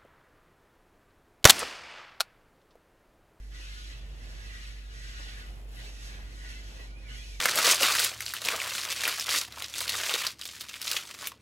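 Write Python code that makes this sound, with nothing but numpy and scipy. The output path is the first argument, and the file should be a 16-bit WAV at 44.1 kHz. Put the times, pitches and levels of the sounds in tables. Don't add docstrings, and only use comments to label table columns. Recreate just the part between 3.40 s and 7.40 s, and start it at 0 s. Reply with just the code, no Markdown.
import sys
import numpy as np
from scipy import signal
from scipy.fft import rfft, irfft
from scipy.io import wavfile

SR = 44100
rng = np.random.default_rng(int(sys.argv[2]) if len(sys.argv) > 2 else 0)


def store_pcm(level_fs):
    pcm = np.round(np.clip(level_fs, -1, 1) * 32767).astype(np.int16)
    wavfile.write(sys.argv[1], SR, np.atleast_2d(pcm).T)


N = 176400


def rubbing(gain_db=4.5, flutter_db=0.78, body_hz=2080, treble_hz=4770):
    # time_s, relative_db
    strokes = [(0.0, -71.5), (0.09, -65.5), (0.13, -61.5), (0.15, -55.5), (0.23, -52), (0.49, -53.5),
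               (0.51, -52.5), (0.6, -58), (0.67, -61.5), (0.76, -61.5), (0.85, -58.5), (0.86, -58),
               (1.26, -52.5), (1.48, -62.5), (1.53, -56), (1.7, -51), (1.73, -53), (1.78, -50.5),
               (1.88, -51), (1.89, -49.5), (1.96, -53.5), (1.98, -52), (2.24, -69.5), (2.32, -63),
               (2.41, -51.5), (2.49, -54), (2.51, -58), (2.67, -53.5), (2.73, -54), (2.85, -60.5),
               (3.0, -58.5), (3.09, -52.5), (3.19, -55), (3.22, -57.5), (3.38, -56), (3.41, -54.5),
               (3.46, -57.5), (3.56, -67), (3.6, -64.5), (3.665, -60), (3.705, -55), (3.78, -54.5),
               (4.0, -56.5)]
    # frequency_hz, gain_db
    colour = [(300, -19), (900, -23.5), (1250, -3.5), (1600, -2.5), (2100, -2), (2900, -1), (4100, -2),
              (5000, -4.5), (6000, -5.5), (7200, -10), (9000, -11), (11000, -17), (13500, -25),
              (15700, -36)]
    # time_s, treble_gain_db
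    brightness = [(0, 4), (.25, -2), (.42, -0.5), (.67, -3.5), (.85, 0.5), (1.25, -1), (1.45, -1), (1.6, 0),
                  (1.9, -2.5), (2.05, -1.5), (2.25, -6), (2.42, -2.5), (2.52, 3), (2.6, 1.5), (2.665, 4),
                  (2.74, -1.5), (2.84, -2.5), (2.97, 3), (3.1, 1), (3.29, 1), (3.41, -1.5), (3.6, 0),
                  (3.66, -2.5), (3.73, 2), (3.85, 2.5), (4, 3)]
    # time_s, body_gain_db
    fullness = [(0, 9), (.2, -2.5), (.5, -0.5), (.85, 0), (1.1, 3), (1.3, 1.5), (1.6, 0.5), (1.85, -3),
                (2.03, 4.5), (2.42, -1.5), (2.65, -0.5), (2.8, 3), (3.1, 0.5), (3.4, -1.5), (3.75, 1),
                (3.9, -7.5), (4, -4)]
    friction = grains(per_s=9000, spread_db=2.5) + 1.4 * rng.standard_normal(N)
    slip_spectrum = rfft(glass_echoes(friction)) * undb(over_pitch(colour))
    swish = unit(irfft(slip_spectrum, N) + ringing(slip_spectrum)) + catches()
    body = lowpass(swish, body_hz)
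    treble = swish - lowpass(swish, treble_hz)
    swish += treble * (undb(over_time(brightness)) - 1)
    swish += body * (undb(over_time(fullness)) - 1)
    return swish * undb(over_time(strokes) + gain_db + flutter_db * walk(30))


def ringing(slip_spectrum, spurt_db=3.5, drift=0.003):
    # pitch_hz, bandwidth_hz, gain_db
    modes = [(1481, 17, 6), (1574, 72, -6), (1662, 31, 0.5), (1721, 40, 4.5), (1936, 41, 7.5),
             (2025, 24, -17), (2534, 30, -4), (2646, 22, 5.5), (2900, 26, 3.5), (3310, 33, -2),
             (3694, 44, -1.5), (4140, 54, -1), (4350, 30, -2)]
    ring = np.zeros(N)
    for hz, width, db in modes:
        mode = irfft(slip_spectrum / (1 + 2j * (freqs() - hz) / width), N)
        ring += mode * undb(db + spurt_db * walk(6.4))
    samples = np.arange(N)
    warped = samples + np.cumsum(drift * walk(6.015))
    return np.interp(warped % N, samples, ring)


def catches(count=70, low_hz=1781, high_hz=6764, mean_s=0.083, gain_db=-5.5):
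    out = np.zeros(N)
    for when, height, length, glide in rng.random((count, 4)):
        start = int(when * N)
        t = np.arange(min(int(mean_s * (.5 + length) * SR), N - start)) / SR
        hz = low_hz * (high_hz / low_hz) ** height
        wave = np.sin(2 * np.pi * hz * t * (1 + (glide - .5) * t / 2))
        out[start:start + len(t)] += np.sqrt(2) * wave * np.hanning(len(t)) * low_hz / hz
    return out * undb(gain_db + 2 * walk(62))


def glass_echoes(direct, count=4, near_ms=2, far_ms=15, drift_ms=0.05, echo_db=-4):
    out = direct
    fine = signal.resample_poly(direct, 8, 1)
    for place in (np.arange(count) + rng.random(count)) / count:
        delay_ms = near_ms + place * (far_ms - near_ms) + drift_ms * walk(2.94)
        index = (8 * (np.arange(N) - delay_ms * SR / 1000)).astype(int)
        out = out + undb(echo_db) * fine.take(index, mode="wrap")
    return out / np.sqrt(1 + count * undb(echo_db) ** 2)


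def squeaks(squeak_rough=0.02, chirp_rough=0.027, overtone_db=-14, gain_db=-5.5):
    # time_s, pitch_hz, relative_db
    squeak = [(3.46, 2300, -62), (3.535, 2330, -60), (3.572, 2410, -50.5), (3.595, 2470, -54),
              (3.63, 2480, -58), (3.67, 2340, -49), (3.71, 2080, -52), (3.74, 2100, -50), (3.79, 2400, -54),
              (3.815, 2430, -49), (3.86, 2500, -54), (3.875, 2490, -54), (3.9, 2480, -53),
              (3.96, 2280, -53), (4, 2130, -64)]
    # start_s, length_s, pitch_hz, glide_hz_per_s, relative_db
    chirps = [(0.792, 0.07, 1990, -200, -53.5), (2.36, 0.066, 1930, 0, -49), (2.54, .06, 1930, 0, -60),
              (2.765, 0.31, 1935, 0, -58), (2.976, 0.14, 1925, -2, -45), (3.077, 0.16, 2070, 0, -50.5),
              (3.081, 0.068, 2740, -500, -49), (3.218, 0.061, 1970, 0, -55), (3.38, 0.076, 1950, 0, -47.5),
              (3.388, 0.05, 2600, 0, -51), (3.673, 0.11, 3014, -1200, -46.5),
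              (3.737, 0.081, 1930, 500, -50), (3.734, .12, 3250, 895, -49.5)]
    t = times()
    pitch = over_time(squeak) * (1 + squeak_rough * walk(178))
    sound = undb(overtone_db) * tone(4 * pitch) + tone(pitch)
    sound *= undb(over_time(squeak, column=2) + 2.4 * walk(82)) * (t > squeak[0][0])
    jitter = 1 + chirp_rough * walk(195)
    flicker = undb(2.0 * walk(140))
    for start, length, hz, glide, db in chirps:
        pitch = (hz + glide * np.clip(t - start, 0, length)) * jitter
        sound += tone(pitch) * swell(start, length) * undb(db) * flicker
    return sound * undb(gain_db)


def rustle(flutter_db=0.96):
    # time_s, level_db
    envelope = [(0, -69), (.75, -70), (1.45, -69), (1.7, -79), (1.95, -63), (2.2, -63), (2.255, -65.5),
                (2.35, -56.5), (2.46, -62), (2.53, -70), (2.65, -64), (2.9, -65.5), (3.1, -73),
                (3.42, -63.5), (3.53, -79), (3.75, -71), (4, -72)]
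    # frequency_hz, gain_db
    colour = [(300, -7.5), (700, -3.5), (1300, -1), (2500, -4), (6000, -6.5), (10500, -4), (13000, -9),
              (15700, -18)]
    clicks = grains(per_s=4100, spread_db=2.5)
    crackle = unit(irfft(rfft(clicks) * undb(over_pitch(colour)), N))
    return crackle * undb(over_time(envelope) + flutter_db * walk(60))


def scuffs():
    # start_s, length_s, level_db
    contacts = [(1.6, 3.2, -66.5), (2.02, 0.31, -62), (2.353, 0.21, -58.5), (2.637, 0.21, -63),
                (3.255, 0.25, -59.5)]
    # frequency_hz, gain_db
    colour = [(70, -9.5), (150, 4.5), (250, -0.5), (450, -0.5), (700, -1.5), (1100, -9.5), (2000, -27),
              (5000, -34)]
    return cabin_noise(colour) * sum(undb(db) * swell(start, length) for start, length, db in contacts)


def knocks(decay_s=0.02):
    # start_s, level_db
    bumps = [(0.195, -57.5), (1.795, -52), (1.865, -56), (2.785, -52), (3.043, -59), (3.396, -50.5)]
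    # frequency_hz, gain_db
    colour = [(120, -35), (300, 9.5), (650, 4), (1000, 4.5), (1500, -12), (5000, -40)]
    t = times()
    envelope = sum(undb(db) * (t > start) * np.exp(-abs(t - start) / decay_s) for start, db in bumps)
    return cabin_noise(colour) * envelope


def engine(firing_hz=48.6, firing_db=-42, wander=0.012, throb_db=0.9):
    # multiple_of_firing_rate, level_db
    overtones = [(2, -67), (2.43, -65.5), (4, -83), (4.93, -74), (6, -76), (7.02, -76), (9, -78), (11, -82)]
    hz = firing_hz * (1 + wander * walk(5.55))
    hum = undb(firing_db + throb_db * walk(18)) * tone(hz)
    for multiple, db in overtones:
        hum += undb(db + 4.53 * walk(7.5)) * tone(multiple * hz)
    return hum


def rumble(level_db=-54, sway_db=2.0):
    # frequency_hz, gain_db
    colour = [(22, -48), (36, -11.5), (62, 3.5), (80, -7), (125, -7), (180, -14), (300, -19), (650, -21.5),
              (1000, -27), (2500, -33.5), (6000, -50), (15000, -52)]
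    return cabin_noise(colour) * undb(level_db + sway_db * walk(1.5))


def cabin_noise(colour):
    # frequency_hz, correlation
    likeness = [(60, 0.58), (150, 0.82), (300, 0.74), (600, 0.38), (1200, 0.018)]
    alike = over_pitch(likeness)
    spectra = rfft(rng.standard_normal((2, N))) * undb(over_pitch(colour))
    mid, side = spectra * np.sqrt([1 + alike, 1 - alike])
    return unit(irfft(np.array([mid + side, mid - side]), N))


def from_the_right(source):
    # frequency_hz, left_lag_ms, direct_share, left_minus_right_db
    path = [(504, 0.084, 0.31, 16.5), (1540, 0.4, 0.73, 0), (1990, 0.31, 0.22, -0.5), (2730, 0.32, 0.21, 0),
            (3800, 0.374, 0.27, 0.5), (5680, 0.31, 0.75, -3), (6900, 0.3, 0.35, 0.5), (8930, 0.2742, 1, 0),
            (11600, 0.2665, 0.82, 0), (14200, 0.25, .82, 0.5), (16100, 0.29, 0.31, -4)]
    lag_ms, share, pan_db = (over_pitch(path, column) for column in (1, 2, 3))
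    near, left, right = (rfft(source()) for _ in range(3))
    delay = np.exp(-2j * np.pi * freqs() * lag_ms / 1000)
    direct = np.sqrt(share) * np.array([near * delay, near])
    scattered = np.sqrt(1 - share) * np.array([left, right])
    return irfft((direct + scattered) * undb(np.array([pan_db, -pan_db]) / 2), N)


def undb(db):
    return 10 ** (np.asarray(db) / 20)


def unit(x):
    return x / np.sqrt(np.mean(x ** 2))


def times():
    return np.arange(N) / SR


def freqs():
    return np.maximum(np.arange(N // 2 + 1) * SR / N, 1)


def over_time(table, column=1):
    rows = np.array(table, float)
    return np.interp(times(), rows[:, 0], rows[:, column])


def over_pitch(table, column=1):
    rows = np.array(table, float)
    return np.interp(np.log(freqs()), np.log(rows[:, 0]), rows[:, column])


def lowpass(x, hz):
    return irfft(rfft(x) / (1 + (freqs() / hz) ** 10), N)


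def walk(rate_hz, size=4096):
    hz = np.arange(size // 2 + 1) * SR / N
    coarse = unit(irfft(rfft(rng.standard_normal(size)) / (1 + (hz / rate_hz) ** 4), size))
    return np.interp(np.linspace(0, size - 1, N), np.arange(size), coarse)


def tone(hz):
    return np.sqrt(2) * np.sin(2 * np.pi * (np.cumsum(hz) / SR + rng.random()))


def swell(start, length):
    return np.sin(np.pi * np.clip((times() - start) / length, 0, 1))


def grains(per_s, spread_db):
    clicks = (rng.random(N) < per_s / SR) * rng.standard_normal(N)
    return unit(clicks * undb(spread_db * rng.standard_normal(N)))


def scene(lean_right_db=1.45):
    balance = undb(np.array([[-lean_right_db], [lean_right_db]]) / 2)
    bed = (engine() + rumble()) * balance
    close = from_the_right(lambda: rubbing() + rustle() + squeaks())
    return bed + scuffs() + knocks() + close


def record(dry):
    return signal.sosfilt(signal.ellip(10, .2, 80, 15750, fs=SR, output="sos"), dry)


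dry = scene()
out = record(dry)
store_pcm(out)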